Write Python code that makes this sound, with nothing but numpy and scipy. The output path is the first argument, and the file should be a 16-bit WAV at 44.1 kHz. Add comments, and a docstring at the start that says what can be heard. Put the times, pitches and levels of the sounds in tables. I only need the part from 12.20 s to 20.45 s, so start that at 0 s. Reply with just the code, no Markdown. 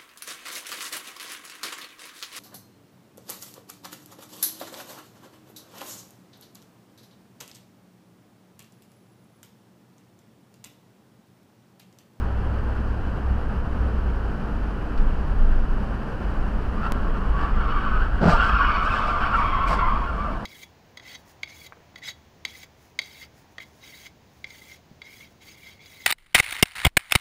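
"""A collision heard from a car

Inside a car slowing towards a junction, the engine drone sinks under road roar and body rumble,
and seams in the road rock the body and shake loose trim. Ahead, tyres chirp and squeal by stick-slip
friction. Two vehicles collide: panels boom, bodywork crumples, and they slide on screeching and
scrape once more. All of it reaches a small microphone through the windscreen."""
import sys
import numpy as np
from scipy import signal
from scipy.fft import rfft, irfft, next_fast_len
from scipy.io import wavfile
from scipy.ndimage import uniform_filter1d

SR = 44100
rng = np.random.default_rng(int(sys.argv[2]) if len(sys.argv) > 2 else 0)


def int16_out(signal):
    """Quantize to a 16-bit WAV file."""
    q = np.round(np.clip(np.atleast_2d(signal).T, -1, 1) * 32767)
    wavfile.write(sys.argv[1], SR, q.astype(np.int16))


N = 363869
TIME = np.arange(N) / SR

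# Long skids. Each row: start and end in seconds, level in dB before easing, starting pitch in Hz,
# glide in Hz per second, attack and release in seconds.
SKIDS = [(4.5, 5.5, -40, 1232, -0.5, 0.16, 0.16), (5.22, 6.052, -29, 1242, 120, 0.28, 0.38),
         (6.009, 7.247, -24, 1348, -110, 0.12, 0.17), (7.08, 7.922, -24.5, 1173, -70, 0.1257, 0.221),
         (7.748, 8.268, -35.5, 1202, 1.5, 0.088, 0.13)]
# Sliding tyres. Each row: factor on the skid's pitch, relative level in dB.
TYRES = [(.79, -12.5), (.885, -3.5), (.965, 0), (1.06, -1), (1.17, -5)]
# Overtones of sharp tread slips. Each row: multiple of the pitch, level in dB at the hardest slide.
OVERTONES = [(2, -14.5), (3, -24), (4, -31.5)]
# Brief bites of one tyre. Each row: peak time in seconds, tone level in dB, pitch in Hz,
# half length in seconds, scrub level in dB.
CHIRPS = [(4.6, -38, 1213, .04, -50), (4.655, -31, 1348, 0.03, -34.5), (4.962, -37, 1365, 0.025, -43),
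          (5.223, -34, 1149, 0.072, -34), (5.42, -37, 1390, 0.039, -46), (5.578, -31, 1151, 0.075, -41.5),
          (5.747, -32.5, 1258, 0.036, -46), (5.828, -38, 1540, 0.037, -36.5),
          (5.986, -36.5, 1487, 0.066, -38.5), (6.126, -23, 1164, 0.011, -40),
          (6.206, -21, 1382, 0.022, -38), (6.242, -21, 1504, 0.02, -27.5), (6.296, -21, 1270, .008, -34),
          (6.358, -22.5, 1355, 0.031, -40), (6.405, -23, 1143, 0.016, -43),
          (6.433, -21.5, 1478, 0.028, -38), (6.5, -21, 1207, 0.022, -40), (6.636, -23, 1130, 0.012, -43),
          (6.749, -27.5, 1205, 0.028, -42), (6.892, -24, 1180, 0.016, -38),
          (7.043, -29.5, 1528, 0.068, -33), (7.152, -21, 1360, 0.022, -32), (7.198, -24, 1118, 0.017, -33),
          (7.224, -24.5, 1220, 0.0096, -42), (7.375, -25, 1045, 0.021, -46),
          (7.433, -26.5, 1335, 0.027, -42), (7.601, -28, 1350, .025, -46), (7.634, -22, 1026, 0.018, -48),
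          (7.738, -29, 1180, 0.072, -46), (7.883, -32.5, 1400, 0.025, -45),
          (7.998, -31.5, 1140, 0.027, -47), (8.075, -33.5, 1330, 0.026, -47)]
# Spectrum of rubber dragged over grit. Each row: frequency in Hz, relative density in dB.
SCRUB_SPECTRUM = [(300, -30), (560, -10), (690, 0), (900, 3.5), (1550, 5), (2000, -8.5), (2300, -21),
                  (2900, -5.5), (3200, -13), (3650, -25), (4600, -20.5), (6500, -40.5), (7800, -36),
                  (11000, -52.5), (15000, -52)]
# Transmission of the squeal through the windscreen. Each row: frequency in Hz, gain in dB.
WINDSCREEN = [(500, -17), (850, 1), (1120, -0.5), (1540, -4), (1720, 7), (2000, -0.5), (2200, 1.5),
              (2550, -6.5), (2900, 0), (3250, -1), (3550, -3), (4100, -12), (4520, 0), (5400, -2),
              (6500, -16)]
# Standing waves of the cabin. Each row: frequency in Hz, half width in Hz, gain in dB.
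CABIN_MODES = [(920, 30, 1.5), (1000, 41, 0), (1110, 33, 2.5), (1266, 53, -3.5), (1356, 35, 3.5),
               (1425, 20, -7.5), (1520, 41, 4), (1640, 30, -3.5), (1720, 24, 0), (2560, 79, 3.5),
               (2760, 70, -2), (2930, 70, -1.5), (3270, 51, 5.5), (4440, 130, 2.5), (4820, 150, -12)]
# Blows between the vehicles. Each row: start in seconds, level in dB, factor on the panel pitches,
# hardness in dB per octave.
BLOWS = [(6.01, -13.5, 0.97, -3), (6.028, -9, 0.99, 2.5), (6.056, -4, 0.96, -2.5), (6.08, -5, 1.02, -7.5),
         (7.508, -23.5, 1, -7)]
# Modes of the body panels. Each row: frequency in Hz, relative level in dB, 60 dB decay time in seconds.
PANEL_MODES = [(94.5, -9, 0.1), (174, 0.5, 0.132), (212, 0, 0.094), (334, -6, 0.11), (415, -3.5, 0.1),
               (480, -3, 0.058), (650, -6.5, 0.057), (875, -23, 0.24)]
# Metal and plastic crumpling. Each row: peak time in seconds, level in dB, rise in seconds,
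# 60 dB decay time in seconds, brightness in dB per octave.
CRUNCHES = [(6.035, -21.5, 0.02, 0.28, -2.5), (6.083, -23.5, 0.024, 0.66, -1.5),
            (6.107, -29, 0.013, 0.23, 1.5), (6.28, -43, 0.048, 0.32, 3.5), (6.655, -44, 0.031, .35, 4),
            (6.77, -35.5, 0.054, 0.77, 1), (6.875, -39, 0.011, .6, 0), (7.18, -43.5, 0.032, 0.64, 2.5),
            (7.484, -44, 0.014, 0.26, 7), (7.53, -26.5, 0.032, 0.24, -0.3)]
# Spectrum of the crumpling. Each row: frequency in Hz, relative density in dB.
CRUMPLE_SPECTRUM = [(90, -17.5), (175, 5.5), (320, -10), (630, 7.5), (1100, -1), (1550, 1), (2000, -12.5),
                    (3000, -13), (3600, -19.5), (4600, -16), (5400, -20), (6500, -29.5), (7800, -29),
                    (10000, -38.5), (15000, -49)]
# Thin high overtones of the tyre chirps, and short squeaks of metal or rubber.
# Each row: peak time in seconds, level in dB, pitch in Hz, length in seconds.
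THIN_TONES = [(6.043, -25, 650, 0.013), (6.155, -23, 925, .026), (6.21, -30.5, 2770, 0.015),
              (6.465, -37, 2875, .05), (6.725, -35, 2550, 0.044), (7.326, -46.5, 3210, .2),
              (7.478, -38, 2380, 0.031), (8.05, -31.5, 1187, 0.11), (8.09, -35, 615.3, 0.019)]
# Grinding as the vehicles slide to rest. Each row: time in seconds, level in dB.
GRIND_LEVELS = [(6, -66.5), (6.5, -39.5), (7.1, -39), (7.45, -41.5), (8.1, -40.5), (8.25, -40)]
# Spectrum of the grinding. Each row: frequency in Hz, relative density in dB.
GRIND_SPECTRUM = [(300, -24), (520, -6.5), (680, 2.5), (820, -8), (950, -3), (1200, -16), (2000, -29.5),
                  (5000, -32), (6500, -41), (15000, -53.5)]
# Engine drone. Each row: time in seconds, pitch in Hz, levels of the lower and upper partial in dB.
ENGINE = [(0, 62.61, -28.5, -32), (1.2, 64, -26.5, -38.5), (1.7, 62.73, -25, -40), (2.2, 50.5, -31.5, -37),
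          (2.6, 50.78, -30, -42.5), (8.25, 49.7, -37, -51)]
# Shaking of the body by the uneven road. Each row: time in seconds, level in dB.
RUMBLE_LEVELS = [(0, -28), (1.5, -25.5), (2.65, -28.5), (3.1, -19.5), (3.9, -30), (4.8, -23), (6.3, -20),
                 (6.8, -27.5), (7.2, -24.5), (7.7, -22), (8.25, -33.5)]
# Spectrum of that shaking. Each row: frequency in Hz, relative density in dB.
RUMBLE_SPECTRUM = [(8, -17), (15, 3), (27, -0.5), (38, -4.5), (50, -2), (62, -5), (80, -13.5), (120, -27),
                   (200, -40.5), (400, -100)]
# Road seams that rock the body. Each row: start in seconds, level in dB.
SEAMS = [(2.775, -12), (2.861, -11.5), (3.182, -7.5), (3.267, -12.5), (3.352, -12.5), (3.487, -13.5),
         (4.165, -15.5), (4.336, -18.5), (4.831, -14), (5.314, -16), (5.762, -12.5)]
# Roar of the car's own rolling tyres. Each row: time in seconds, level in dB.
ROAR_LEVELS = [(0, -32.5), (3.5, -32), (4.8, -31), (7, -34.5), (8.25, -34.5)]
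# Spectrum of that roar. Each row: frequency in Hz, relative density in dB.
ROAR_SPECTRUM = [(50, -15), (100, 0.5), (165, -1.5), (215, 1.5), (255, -5), (300, -4), (335, -9.5),
                 (420, -7.5), (600, -12), (1530, -14), (1800, -20.5), (2080, -29.5), (2980, -27.5),
                 (3550, -40.5), (4700, -39), (6500, -49.5), (11500, -55), (16000, -62.5)]
# Loose trim shaken by the seams. Each row: start in seconds, level in dB.
RATTLES = [(2.776, -47), (2.82, -61), (4.417, -56)]
# Spectrum of the buzzing trim. Each row: frequency in Hz, relative density in dB.
TRIM_SPECTRUM = [(800, -15), (2900, 9), (3700, -1), (5000, 3), (6500, -14), (11000, -19), (15000, -28)]


def skids(drift=0.028, jitter=0.034, flutter_db=4.5, scrub_db=-11):
    """Stick-slip friction: each tyre squeals at its own unsteady pitch while rubber scrubs over grit."""
    db, hz = sliding()
    ease_db = db.max() - db  # a lighter slide has weaker overtones and a larger share of scrub
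    sharpness = amp(-0.5 * ease_db)
    squeal = np.zeros(N)
    for factor, tyre_db in TYRES:
        # grip changes slowly with load and quickly with the grain of the road
        pitch = hz * factor * (1 + drift * wander(14) + jitter * wander(170.2))
        phase = 2 * np.pi * np.cumsum(pitch) / SR
        overtones = sum(amp(overtone_db) * np.sin(k * phase) for k, overtone_db in OVERTONES)
        rasp = unit(0.6 + wander(90)) * overtones  # the tread blocks let go out of step
        flutter = unit(amp(flutter_db * wander(29)))
        squeal += amp(tyre_db) * (flutter * np.sin(phase) + sharpness * rasp)
    heard = reflect(cabin(colour(squeal, WINDSCREEN)), t60=0.19, wet_db=-2)
    scrub = unit(cabin(colour(grit(spread_db=-0.5), SCRUB_SPECTRUM)))
    return amp(db) * (steady(heard, window_s=0.075) + amp(scrub_db + 0.36 * ease_db) * scrub)


def sliding(easing_db_per_s=1.93):
    """Incoherent sources add in power: the skids' joint level in dB and power-weighted pitch in Hz."""
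    total_power, weighted_hz = np.zeros(N), np.zeros(N)
    for start, end, db, hz, glide, attack, release in SKIDS:
        age = np.clip(TIME - start, 0, end - start)
        gate = np.clip(np.minimum(age / attack, (end - TIME) / release), 0, 1)
        power = (gate * amp(db - easing_db_per_s * age)) ** 2 + 1e-9  # a skid eases as it loses speed
        total_power += power
        weighted_hz += power * (hz + glide * age)
    return 10 * np.log10(total_power), weighted_hz / total_power


def chirps(jitter=0.032, flutter_db=2.5, octave_db=-19):
    """Brief stick-slip oscillation: one tyre bites and sings out, with a puff of scrubbing."""
    warped_time = np.cumsum(1 + jitter * wander(146.9)) / SR
    flutter = np.sqrt(2) * unit(amp(flutter_db * wander(60)))
    scrub = unit(colour(grit(spread_db=-4.5), SCRUB_SPECTRUM, tilt_db=0.5))
    out = np.zeros(N)
    for s, db, hz, half_length, scrub_db in CHIRPS:
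        near = abs(TIME - s) < 0.25
        phase = 2 * np.pi * hz * warped_time[near]
        tone = flutter[near] * (np.sin(phase) + amp(octave_db) * np.sin(2 * phase))
        swell = np.exp(-((TIME[near] - s) / half_length) ** 2)
        out[near] += swell * (amp(db) * tone + amp(scrub_db) * scrub[near])
    return reflect(out, t60=0.12, wet_db=-8.5)


def blows(rise_s=0.0011, buckle=0.012):
    """Impact excites the panels' damped modes, which are detuned as the panels buckle."""
    out, t = np.zeros(N), TIME[:SR // 2]
    boom_hz = PANEL_MODES[1][0]
    for s, db, pitch_factor, hardness in BLOWS:
        detunes = pitch_factor * (1 + buckle * rng.standard_normal(len(PANEL_MODES)))
        ring = np.zeros(len(t))
        for (hz, mode_db, t60), detune in zip(PANEL_MODES, detunes):
            struck_db = mode_db + hardness * np.log2(hz / boom_hz)
            ring += amp(struck_db - 60 * t / t60) * np.sin(2 * np.pi * hz * detune * t)
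        add(out, s, amp(db) * ring * (1 - np.exp(-t / rise_s)) / 2)
    return reflect(out, t60=0.056, wet_db=-20)


def crunches():
    """Crumpling bodywork releases its strain in swarms of snaps that swell and die."""
    out, snaps = np.zeros(N), grit(spread_db=1)
    for s, db, rise, t60, brightness in CRUNCHES:
        near = abs(TIME - s) < 0.5
        t = TIME[near] - s
        swell = np.where(t < 0, np.exp(-(t / rise) ** 2), amp(-60 * abs(t) / t60))
        out[near] += amp(db) * swell * unit(colour(snaps[near], CRUMPLE_SPECTRUM, brightness))
    return out


def thin_tones(jitter=0.0165):
    """Friction tones: thin high overtones of the tyre chirps, and short squeaks of metal or rubber."""
    out = np.zeros(N)
    warped_time = np.cumsum(1 + jitter * wander(140)) / SR
    for s, db, hz, length in THIN_TONES:
        swell = np.exp(-(2 * (TIME - s) / length) ** 2)
        out += amp(db) * np.sqrt(2) * swell * np.sin(2 * np.pi * hz * warped_time)
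    return out


def grind():
    """Friction noise: slowly dragged rubber grinds lower than it squeals."""
    db, = curves(GRIND_LEVELS)
    return amp(db) * unit(colour(grit(spread_db=-1.5), GRIND_SPECTRUM))


def engine(waver=0.0058, throb_db=2, upper_ratio=1.6):
    """Pitch follows engine speed: two low partials sink as the car slows, the upper one fading first."""
    hz, lower_db, upper_db = curves(ENGINE)
    phase = 2 * np.pi * np.cumsum(hz * (1 + waver * wander(3.2))) / SR
    lower = amp(lower_db + throb_db * wander(3.3)) * np.sin(phase)
    upper = amp(upper_db + throb_db * wander(3.3)) * np.sin(upper_ratio * phase)
    return np.sqrt(2) * (lower + upper)


def body_rumble():
    """Forced vibration: the uneven road shakes the body at random."""
    db, = curves(RUMBLE_LEVELS)
    return amp(db) * steady(colour(rng.standard_normal(N), RUMBLE_SPECTRUM), window_s=0.25)


def seams(rock_hz=24.7, peak_s=0.025):
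    """Damped free vibration: the body rocks at its natural frequency after each seam."""
    out, t = np.zeros(N), TIME[:SR // 2]
    rocking = -t / peak_s * np.exp(1 - t / peak_s) * np.sin(2 * np.pi * rock_hz * t)
    for s, db in SEAMS:
        add(out, s, amp(db) * rocking)
    return out


def tyre_roar(swell_db=0.5):
    """Rolling contact: the car's own tyres radiate broadband noise."""
    db, = curves(ROAR_LEVELS)
    return amp(db + swell_db * wander(14)) * unit(colour(rng.standard_normal(N), ROAR_SPECTRUM))


def click(start_s=4.7216, db=-11.5, decay_s=0.0063):
    """A sudden step that decays exponentially is heard as one dry click."""
    out = np.zeros(N)
    add(out, start_s, amp(db) * np.exp(-TIME[:SR // 10] / decay_s))
    return out


def rattles(decay_s=0.017):
    """Repeated tiny impacts: loose trim buzzes briefly when the body is jolted."""
    jolt = np.zeros(N)
    for s, db in RATTLES:
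        add(jolt, s, amp(db) * np.exp(-TIME[:SR // 2] / decay_s))
    return jolt * unit(colour(grit(spread_db=1), TRIM_SPECTRUM))


def cabin(x):
    """Standing waves in the cabin lift some frequencies and swallow others."""
    size = next_fast_len(len(x) + 4096)
    f = np.fft.rfftfreq(size, 1 / SR)
    shape_db = sum(db * np.exp(-((f - hz) / width) ** 2) for hz, width, db in CABIN_MODES)
    return irfft(rfft(x, size) * amp(shape_db), size)[:len(x)]


def reflect(x, t60, wet_db, shift_hz=1.3):
    """Multipath propagation: direct sound plus dying reflections whose paths shift as the cars move."""
    t, wet = TIME[:SR // 2], np.zeros(N)
    for k in range(3):
        tail = rng.standard_normal(len(t)) * amp(-60 * t / t60)
        share = np.sqrt(2 / 3) * np.cos(2 * np.pi * (shift_hz * TIME * (1 + k / 7) + k / 3))
        wet += signal.oaconvolve(x * share, tail / np.linalg.norm(tail))[:N]
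    return (x + amp(wet_db) * wet) / np.sqrt(1 + amp(wet_db) ** 2)


def colour(x, spectrum, tilt_db=0):
    """Linear filtering by a spectrum, tilted by tilt_db per octave about 1 kHz."""
    size = next_fast_len(len(x) + 4096)
    octave = np.log2(np.fft.rfftfreq(size, 1 / SR) / 1000 + 1e-4)
    hz, db = np.transpose(spectrum)
    shape_db = np.interp(octave, np.log2(hz / 1000), db) + tilt_db * np.maximum(octave, -2)
    return irfft(rfft(x, size) * amp(shape_db), size)[:len(x)]


def wander(rate_hz, hop=32):
    """Low-passed noise of rms 1: a smooth fluctuation up to about the given rate."""
    steps = rng.standard_normal(N // hop + 2)
    hz = np.fft.rfftfreq(len(steps), hop / SR)
    slow = irfft(rfft(steps) / np.sqrt(1 + (hz / rate_hz) ** 4), len(steps))
    return unit(np.interp(np.arange(N) / hop, np.arange(len(steps)), slow))


def grit(spread_db):
    """Shot noise: tiny snaps of unequal size at random times."""
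    size = amp(spread_db * np.minimum(rng.exponential(1, N), 5))
    return unit(rng.standard_normal(N) * size * (rng.random(N) < 0.15))


def steady(x, window_s):
    """Division by the running rms evens out slow swells and keeps quick flutter."""
    size = round(window_s * SR)
    return x / np.sqrt(uniform_filter1d(uniform_filter1d(x ** 2, size), size) + 1e-12)


def curves(rows):
    """Linear interpolation in time of each column after the first."""
    s, *columns = np.transpose(rows)
    return [np.interp(TIME, s, column) for column in columns]


def add(mix, start_s, sound):
    """Superposes a sound on the mix from a given time."""
    part = mix[round(start_s * SR):][:len(sound)]
    part += sound[:len(part)]


def amp(db):
    """Decibels to amplitude ratio."""
    return 10 ** (np.asarray(db) / 20)


def unit(x):
    """Normalises to rms 1."""
    return x / np.sqrt(np.mean(x ** 2) + 1e-20)


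def scene():
    """Superposition: the car's own noise, the accident ahead and one click sum in a single channel."""
    own_car = engine() + body_rumble() + seams() + tyre_roar() + rattles()
    accident = skids() + chirps() + grind() + blows() + crunches() + thin_tones()
    return (own_car + accident + click())[None]


def record(dry):
    """Limited bandwidth: a low-pass filter removes the highest treble."""
    edge_hz = 15600
    low_pass = signal.firwin(255, edge_hz, window=("kaiser", 9), fs=SR)
    return signal.oaconvolve(dry, low_pass[None], "same")


dry = scene()
out = record(dry)
int16_out(out)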